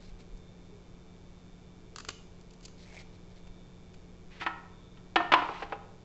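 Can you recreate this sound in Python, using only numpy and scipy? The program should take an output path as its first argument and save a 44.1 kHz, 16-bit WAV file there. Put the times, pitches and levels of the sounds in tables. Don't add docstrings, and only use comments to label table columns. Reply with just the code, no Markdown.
import sys
import numpy as np
from scipy import signal
from scipy.fft import rfft, irfft
from scipy.io import wavfile
from scipy.ndimage import uniform_filter1d

SR = 44100
rng = np.random.default_rng(int(sys.argv[2]) if len(sys.argv) > 2 else 0)


def unload_audio(sound):
    columns = np.transpose(np.atleast_2d(sound))
    steps = np.round(np.clip(columns, -1, 1) * 32767)
    wavfile.write(sys.argv[1], SR, steps.astype(np.int16))


N = 266364


def amp(db):
    return 10 ** (np.asarray(db) / 20)


def unit(x):
    return x / np.sqrt(np.mean(x ** 2) + 1e-20)


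def burst(x):
    return x / np.sqrt(np.sum(x ** 2) / (SR / 100) + 1e-20)


def read(points, hz):
    f, value = np.transpose(points)
    return np.interp(np.log(hz + 1), np.log(f + 1), value)


def add(mix, s, sound):
    part = mix[max(round(s * SR), 0):][:len(sound)]
    part += sound[:len(part)]


def colour(x, points, size=4096):
    log_gain = np.log(amp(read(points, abs(np.fft.fftfreq(size, 1 / SR)))))
    minimum_phase = np.exp(np.conj(signal.hilbert(log_gain)))
    taps = np.fft.ifft(minimum_phase).real
    return signal.fftconvolve(x, taps[:size // 2])[:len(x)]


def flatten(x, smooth_hz=260):
    f = np.fft.rfftfreq(len(x), 1 / SR)
    power = uniform_filter1d(abs(rfft(x)) ** 2, max(round(smooth_hz / f[1]), 1))
    return colour(x, np.c_[f, -10 * np.log10(power / power.mean() + 1e-6)])


def resonate(x, hz, width):
    return signal.lfilter(*signal.iirpeak(hz, hz / width, fs=SR), x)


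def resonate_twice(x, hz, width):
    return resonate(resonate(x, hz, width), hz, 2 * width)


def line(hz, width):
    f = np.fft.rfftfreq(N, 1 / SR)
    spectrum = rfft(rng.standard_normal(N)) / (1 + ((f - hz) / width) ** 4)
    return unit(irfft(spectrum, N))


def tone(hz, width):
    drift = line(0, 8)
    return np.sqrt(2) * np.sin(2 * np.pi * np.cumsum(hz + width * drift) / SR)


def grains(per_s, spread_db):
    size = amp(spread_db * np.minimum(rng.exponential(1, N), 4))
    sign = rng.choice([-1, 1], N)
    return unit(size * sign * (rng.random(N) < per_s / SR))


def stroke(start, length, attack_s, swell_db_per_s, release_s):
    t = np.arange(N) / SR - start
    swell = amp(swell_db_per_s * (np.clip(t, 0, length) - length / 2))
    release = np.exp(-np.maximum(t - length, 0) / release_s)
    return np.clip(t / attack_s, 0, 1) * swell * release


def room_air(air_db=-52.5):
    # f/Hz, level/dB
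    air_colour = [(20, -1.5), (36, -1), (70, -10.5), (140, -8), (210, -15), (300, -15), (450, -19),
                  (765, -24), (2000, -35.5), (3300, -37), (5500, -42), (7500, -43.5), (9000, -63.5)]
    return amp(air_db) * unit(colour(rng.standard_normal(N), air_colour, size=16384))


def buzz(buzz_db=-69.0, lopsided_s=0.00027, mains_hz=60.1):
    # f/Hz, level/dB
    buzz_colour = [(500, -5.5), (3000, 0), (4800, 2), (6800, 0.5), (7600, -3), (8200, -17.5)]
    k = np.arange(int(2 * mains_hz * N / SR) - 1)
    jitter = rng.normal(0, 1e-5, len(k))
    at = (k + 1) / (2 * mains_hz) + lopsided_s * (k % 2) + jitter
    ticks = np.bincount(np.round(at * SR).astype(int), minlength=N)[:N].astype(float)
    return colour(amp(buzz_db) * unit(ticks), buzz_colour)


def hum():
    # f/Hz, level/dB, drift width/Hz
    hum_tones = [(95, -64, 2.7), (178.4, -58.5, 0.4), (368, -68.5, 5), (439, -68.5, 3.84), (2235, -79, 30),
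                 (2350, -86, 2.4), (2380, -82.5, 2)]
    return sum(amp(db) * tone(hz, width) for hz, db, width in hum_tones)


def whine(whine_hz=3587, whine_width=5, fuzz_hz=3560, fuzz_width=170):
    # middle t/s, width/s, tone rise/dB, fuzz rise/dB
    whine_swells = [(0.47, 0.073, 6.5, 4), (3.55, .16, 4.5, 9), (4.87, 0.17, 4, 14)]
    t = np.arange(N) / SR
    waver = 2 * line(0, 1.5)
    tone_db, fuzz_db = -79.5 + waver, -82 + waver
    for s, width, tone_rise_db, fuzz_rise_db in whine_swells:
        arch = np.exp(-((t - s) / width) ** 2)
        tone_db = tone_db + tone_rise_db * arch
        fuzz_db = fuzz_db + fuzz_rise_db * arch
    return amp(tone_db) * tone(whine_hz, whine_width) + amp(fuzz_db) * line(fuzz_hz, fuzz_width)


def background():
    return room_air() + buzz() + hum() + whine()


def wafts(waft_hz=28, waft_width=14):
    # middle t/s, level before fading in and out/dB, length/s
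    puffs = [(0.12, -44.5, .16), (0.325, -39.5, .13), (3.492, -43, 0.1)]
    out, air = np.zeros(N), line(waft_hz, waft_width)
    for s, db, length in puffs:
        puff = air[round(s * SR):][:round(length * SR)]
        add(out, s - length / 2, amp(db) * unit(puff) * np.hanning(len(puff)))
    return out


def bump(start_s=0.712, peak_db=-53.5, hz=408, rise_s=0.022):
    age = np.maximum(np.arange(N) / SR - start_s, 0)
    swell_and_die = age / rise_s * np.exp(1 - age / rise_s)
    return amp(peak_db) * swell_and_die * np.sin(2 * np.pi * hz * age)


def slides(attack_s=0.017, swell_db_per_s=10, release_s=0.012):
    # start t/s, length/s, level halfway/dB, catching (0 glides, 1 only ticks)
    pushes = [(4.301, 0.088, -58, 0.02), (4.394, 0.042, -45, 0.3), (5.369, .15, -54, 0.5),
              (5.524, 0.11, -50.5, 0.2), (5.63, 0.11, -63, 0.76)]
    # f/Hz, level/dB
    slide_colour = [(200, -19.5), (600, 0.5), (1100, 0.5), (2000, 7.5), (3000, 3.5), (4200, -2), (5500, -8),
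                    (8000, -20.5)]
    glide = unit(colour(grains(per_s=6900, spread_db=3.0), slide_colour))
    ticks = unit(colour(grains(per_s=240, spread_db=2), slide_colour))
    out = np.zeros(N)
    for start, length, db, catching in pushes:
        share = np.clip(catching, 0, 1)
        foot = np.sqrt(1 - share) * glide + np.sqrt(share) * ticks
        out += amp(db) * stroke(start, length, attack_s, swell_db_per_s, release_s) * foot
    return out


def ring(modes, t):
    total = np.zeros(len(t))
    for k, (hz, db, t60) in enumerate(modes):
        total += (-1) ** k * amp(db - 60 * t / t60) * np.sin(2 * np.pi * hz * t)
    return burst(total)


def knocks(rise_s=0.00083):
    # t/s, clack level/dB, hardness as treble/dB, name of the struck body
    hits = [(4.4116, -37.5, 6, "worktop"), (4.42, -41, 9, "worktop"), (4.463, -28, 2, "worktop"),
            (4.9716, -60, 19, "worktop"), (5.1586, -17.5, 6, "tray"), (5.202, -26.5, -18, "colander"),
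            (5.3191, -18.5, 3.5, "colander"), (5.322, -18.5, 2, "colander"),
            (5.337, -13.5, 2.5, "colander"), (5.3714, -32.5, -6, "colander"), (5.388, -29, -10, "colander"),
            (5.42, -34.5, -7, "board"), (5.488, -34, -15, "board"), (5.558, -49.5, -14, "board"),
            (5.6222, -33.5, -3.5, "board"), (5.7226, -32, -3.5, "board")]
    # f/Hz, level/dB
    clack_colour = [(60, -23.5), (140, -13), (220, -13.5), (330, 1), (500, -7.5), (720, 5), (1020, 2.5),
                    (1400, 1.5), (1900, -2.5), (2400, -2), (3000, -6), (3700, -16), (4700, -22.5),
                    (6000, -32), (8000, -42.5)]
    contacts = {"worktop": (.055, -15.5, 0.98), "tray": (0.037, 2.2, -1), "colander": (.033, -2, -6),
                "board": (.05, 2, -1.6)}
    bodies = { "worktop": [(323, -2, 0.082), (753, -5, 0.19), (807, -6.5, 0.3), (934, -6, 0.25),
              (987, -0.5, 0.14), (1043, -5, 0.13), (1264, -14, 0.081), (1308, 4.5, 0.16), (1313, -12, 0.15),
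              (1423, -7.5, 0.23), (1770, -6, 0.13), (1884, 0.5, 0.12), (2220, -16.5, 0.28),
              (2500, -7.5, 0.13), (2610, -25.5, .2), (4330, -22.5, 0.14)], "tray": [(311.4, -10, .17),
              (332.7, -1, 0.17), (702.5, -0.5, .22), (764, 8, .08), (720, -6.5, .35), (860, -23, 0.22),
              (1060, -4.5, 0.3), (1322, -5.5, 0.36), (1385, -7.5, .15), (1807, -0.5, 0.34),
              (1940, -14, 0.21), (2310, -15, 0.2), (2550, -7.5, 0.12), (2950, 2, 0.071),
              (3300, -10, 0.099)], "colander": [(293.7, -6, 0.47), (717, -4.5, 0.36), (723, -10.5, 0.43),
              (876, -4, 0.28), (944, 4, 0.28), (1005, 6.5, 0.21), (1053.4, 3, 0.29), (1160, -6, .25),
              (1298, -1.5, 0.4), (1400, -12, .35), (1450, -10, .35), (1780, -13, 0.32), (2255, -5, .22),
              (2450, -18, 0.26), (2700, -9, 0.1), (3270, -12, 0.12), (3270, -8.5, 0.072),
              (3660, -25, 0.59)], "board": [(431, 1.5, 0.17), (490, -5, 0.13), (569, -1.5, 0.13),
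              (806, 3, 0.23), (854, 4, 0.078), (1012, 0.5, 0.043), (1400, -13, .1), (1630, -14.5, 0.078)]}
    out, t = np.zeros(N), np.arange(SR * 3 // 4) / SR
    for s, db, treble_db, body in hits:
        t60, bass_db, ring_db = contacts[body]
        contact = [(450, bass_db), (850, 0), (1300, 0.0095), (3500, treble_db)]
        chatter = flatten(rng.choice([-1, 1], len(t)) * amp(-60 * t / t60))
        clack = burst(colour(colour(chatter, clack_colour), contact))
        ringing = amp(ring_db) * ring(bodies[body], t)
        soft_start = 1 - np.exp(-t / rise_s)
        add(out, s, amp(db) * (clack + ringing) * soft_start)
    return out


def peels(squeak_hz=2200, squeak_width=300, scrape_hz=4200, scrape_width=1500):
    # start t/s, length/s, rasp level halfway/dB, wetness/dB (wet squeaks, dry scrapes)
    strokes = [(0.0, 0.06, -66.5, -9.5), (0.07, .03, -66.5, -6), (0.185, 0.033, -65.5, -7),
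               (2.775, 0.07, -65.5, -10), (2.85, .125, -60.5, 0.5), (2.966, 0.013, -58.5, 9.5),
               (2.985, 0.027, -54, -3.5), (3.125, 0.033, -72, -11), (3.295, 0.028, -72, -7),
               (3.355, 0.027, -65.5, -6)]
    # f/Hz, level/dB
    peel_colour = [(200, -16), (650, 10), (1100, -2), (1500, 0), (2200, 6), (2900, 1), (4000, -6.5),
                   (4900, -4), (6000, -2.5), (8000, -6.5)]
    squeak_db, scrape_db = -4, -9
    attack_s, swell_db_per_s, release_s = 0.0065, 68, 0.0085
    rasp = unit(colour(grains(per_s=840, spread_db=3), peel_colour))
    slips = grains(per_s=2800, spread_db=3.0)
    squeak = unit(resonate_twice(slips, squeak_hz, squeak_width))
    scrape = unit(resonate_twice(slips, scrape_hz, scrape_width))
    out = np.zeros(N)
    for start, length, db, wet_db in strokes:
        skin = rasp + amp(squeak_db + wet_db) * squeak + amp(scrape_db - wet_db) * scrape
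        out += amp(db) * stroke(start, length, attack_s, swell_db_per_s, release_s) * skin
    return out


def snaps(pop_hz=1320, pop_width=600, die_s=0.0015, after_db=-18, after_t60=0.11, uneven_db=3):
    # t/s, level/dB, length of the break/s, thinness as low-end loss of the crack/dB
    breaks = [(0.201, -61, 0.0061, -7), (0.372, -67, .0066, 26), (1.9602, -42.5, 0.0016, 4),
              (1.9842, -43, .0005, 4), (2.0, -52, 0.0011, 0), (2.004, -47, 0.0013, 1),
              (2.049, -47, 0.00086, -4), (2.0823, -59, .001, 2), (2.0862, -38, 0.0033, -2.5),
              (2.0891, -37, 0.0039, -6), (2.1036, -47, 0.0036, -2), (2.41, -64, .0045, 5.5),
              (2.506, -61.5, .0056, 4), (2.534, -62, 0.006, 5), (2.608, -63, .002, 3),
              (2.628, -56.5, 0.02, 5), (2.651, -46.5, 0.0091, 12), (2.681, -58, .004, -4),
              (3.47, -58, 0.0076, -13), (3.94, -58, 0.0082, -8.5)]
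    # f/Hz, level/dB
    snap_colour = [(100, 4), (250, 3.5), (600, 0.5), (1400, -1.5), (1700, -5), (2100, -0.5), (2700, 4.5),
                   (3700, -1.5), (4600, 6.5), (5600, -4), (6300, 1.5), (7400, 1.5), (8400, -19.5)]
    quick_pop_db, pop_fall_db_per_s = 1, 3600
    out, t = np.zeros(N), np.arange(SR // 8) / SR
    for s, db, length, thin_db in breaks:
        scatter = amp(after_db - 60 * t / after_t60)
        tearing = np.exp(-np.maximum(t - length, 0) / die_s) + scatter
        uneven = amp(uneven_db * rng.standard_normal(len(t)))
        fibres = flatten(rng.standard_normal(len(t)) * uneven * tearing, smooth_hz=587)
        crack = burst(colour(colour(fibres, snap_colour), [(1500, -thin_db), (5000, 0)]))
        pop = burst(resonate_twice(fibres, pop_hz, pop_width))
        pop_gain = amp(quick_pop_db - pop_fall_db_per_s * length)
        add(out, s, amp(db) * burst(crack + pop_gain * pop))
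    return out


def kitchen(x, build_s=0.0014):
    # f/Hz, time to fall 60 dB/s
    echo_times = [(150, 0.75), (400, 0.89), (900, 0.83), (1800, 0.59), (3500, 0.48), (8000, 0.7)]
    hz, t, z = signal.stft(rng.standard_normal(SR), SR, nperseg=256)
    decay = amp(-60 * t / read(echo_times, hz)[:, None])
    tail = signal.istft(z * decay, SR, nperseg=256)[1]
    tail *= 1 - np.exp(-(np.arange(len(tail)) / SR / build_s) ** 2)
    return signal.fftconvolve(x, tail / np.linalg.norm(tail))[:N]


def scene(pod_room_db=-7, tray_room_db=-9):
    # f/Hz, level/dB
    snap_echo = [(200, -7), (900, -6.5), (1700, -10.5), (3000, 2.5), (4600, -5), (6600, -1), (8000, -12)]
    pods, tray = snaps() + peels(), knocks() + slides()
    room = kitchen(amp(pod_room_db) * colour(pods, snap_echo) + amp(tray_room_db) * tray)
    return (pods + tray + room + bump() + wafts() + background())[None]


def record(dry, edge_hz=8050):
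    taps = signal.firwin(121, edge_hz, window=("kaiser", 5.5), fs=SR)
    return signal.oaconvolve(dry, taps[None], "same")


dry = scene()
out = record(dry)
unload_audio(out)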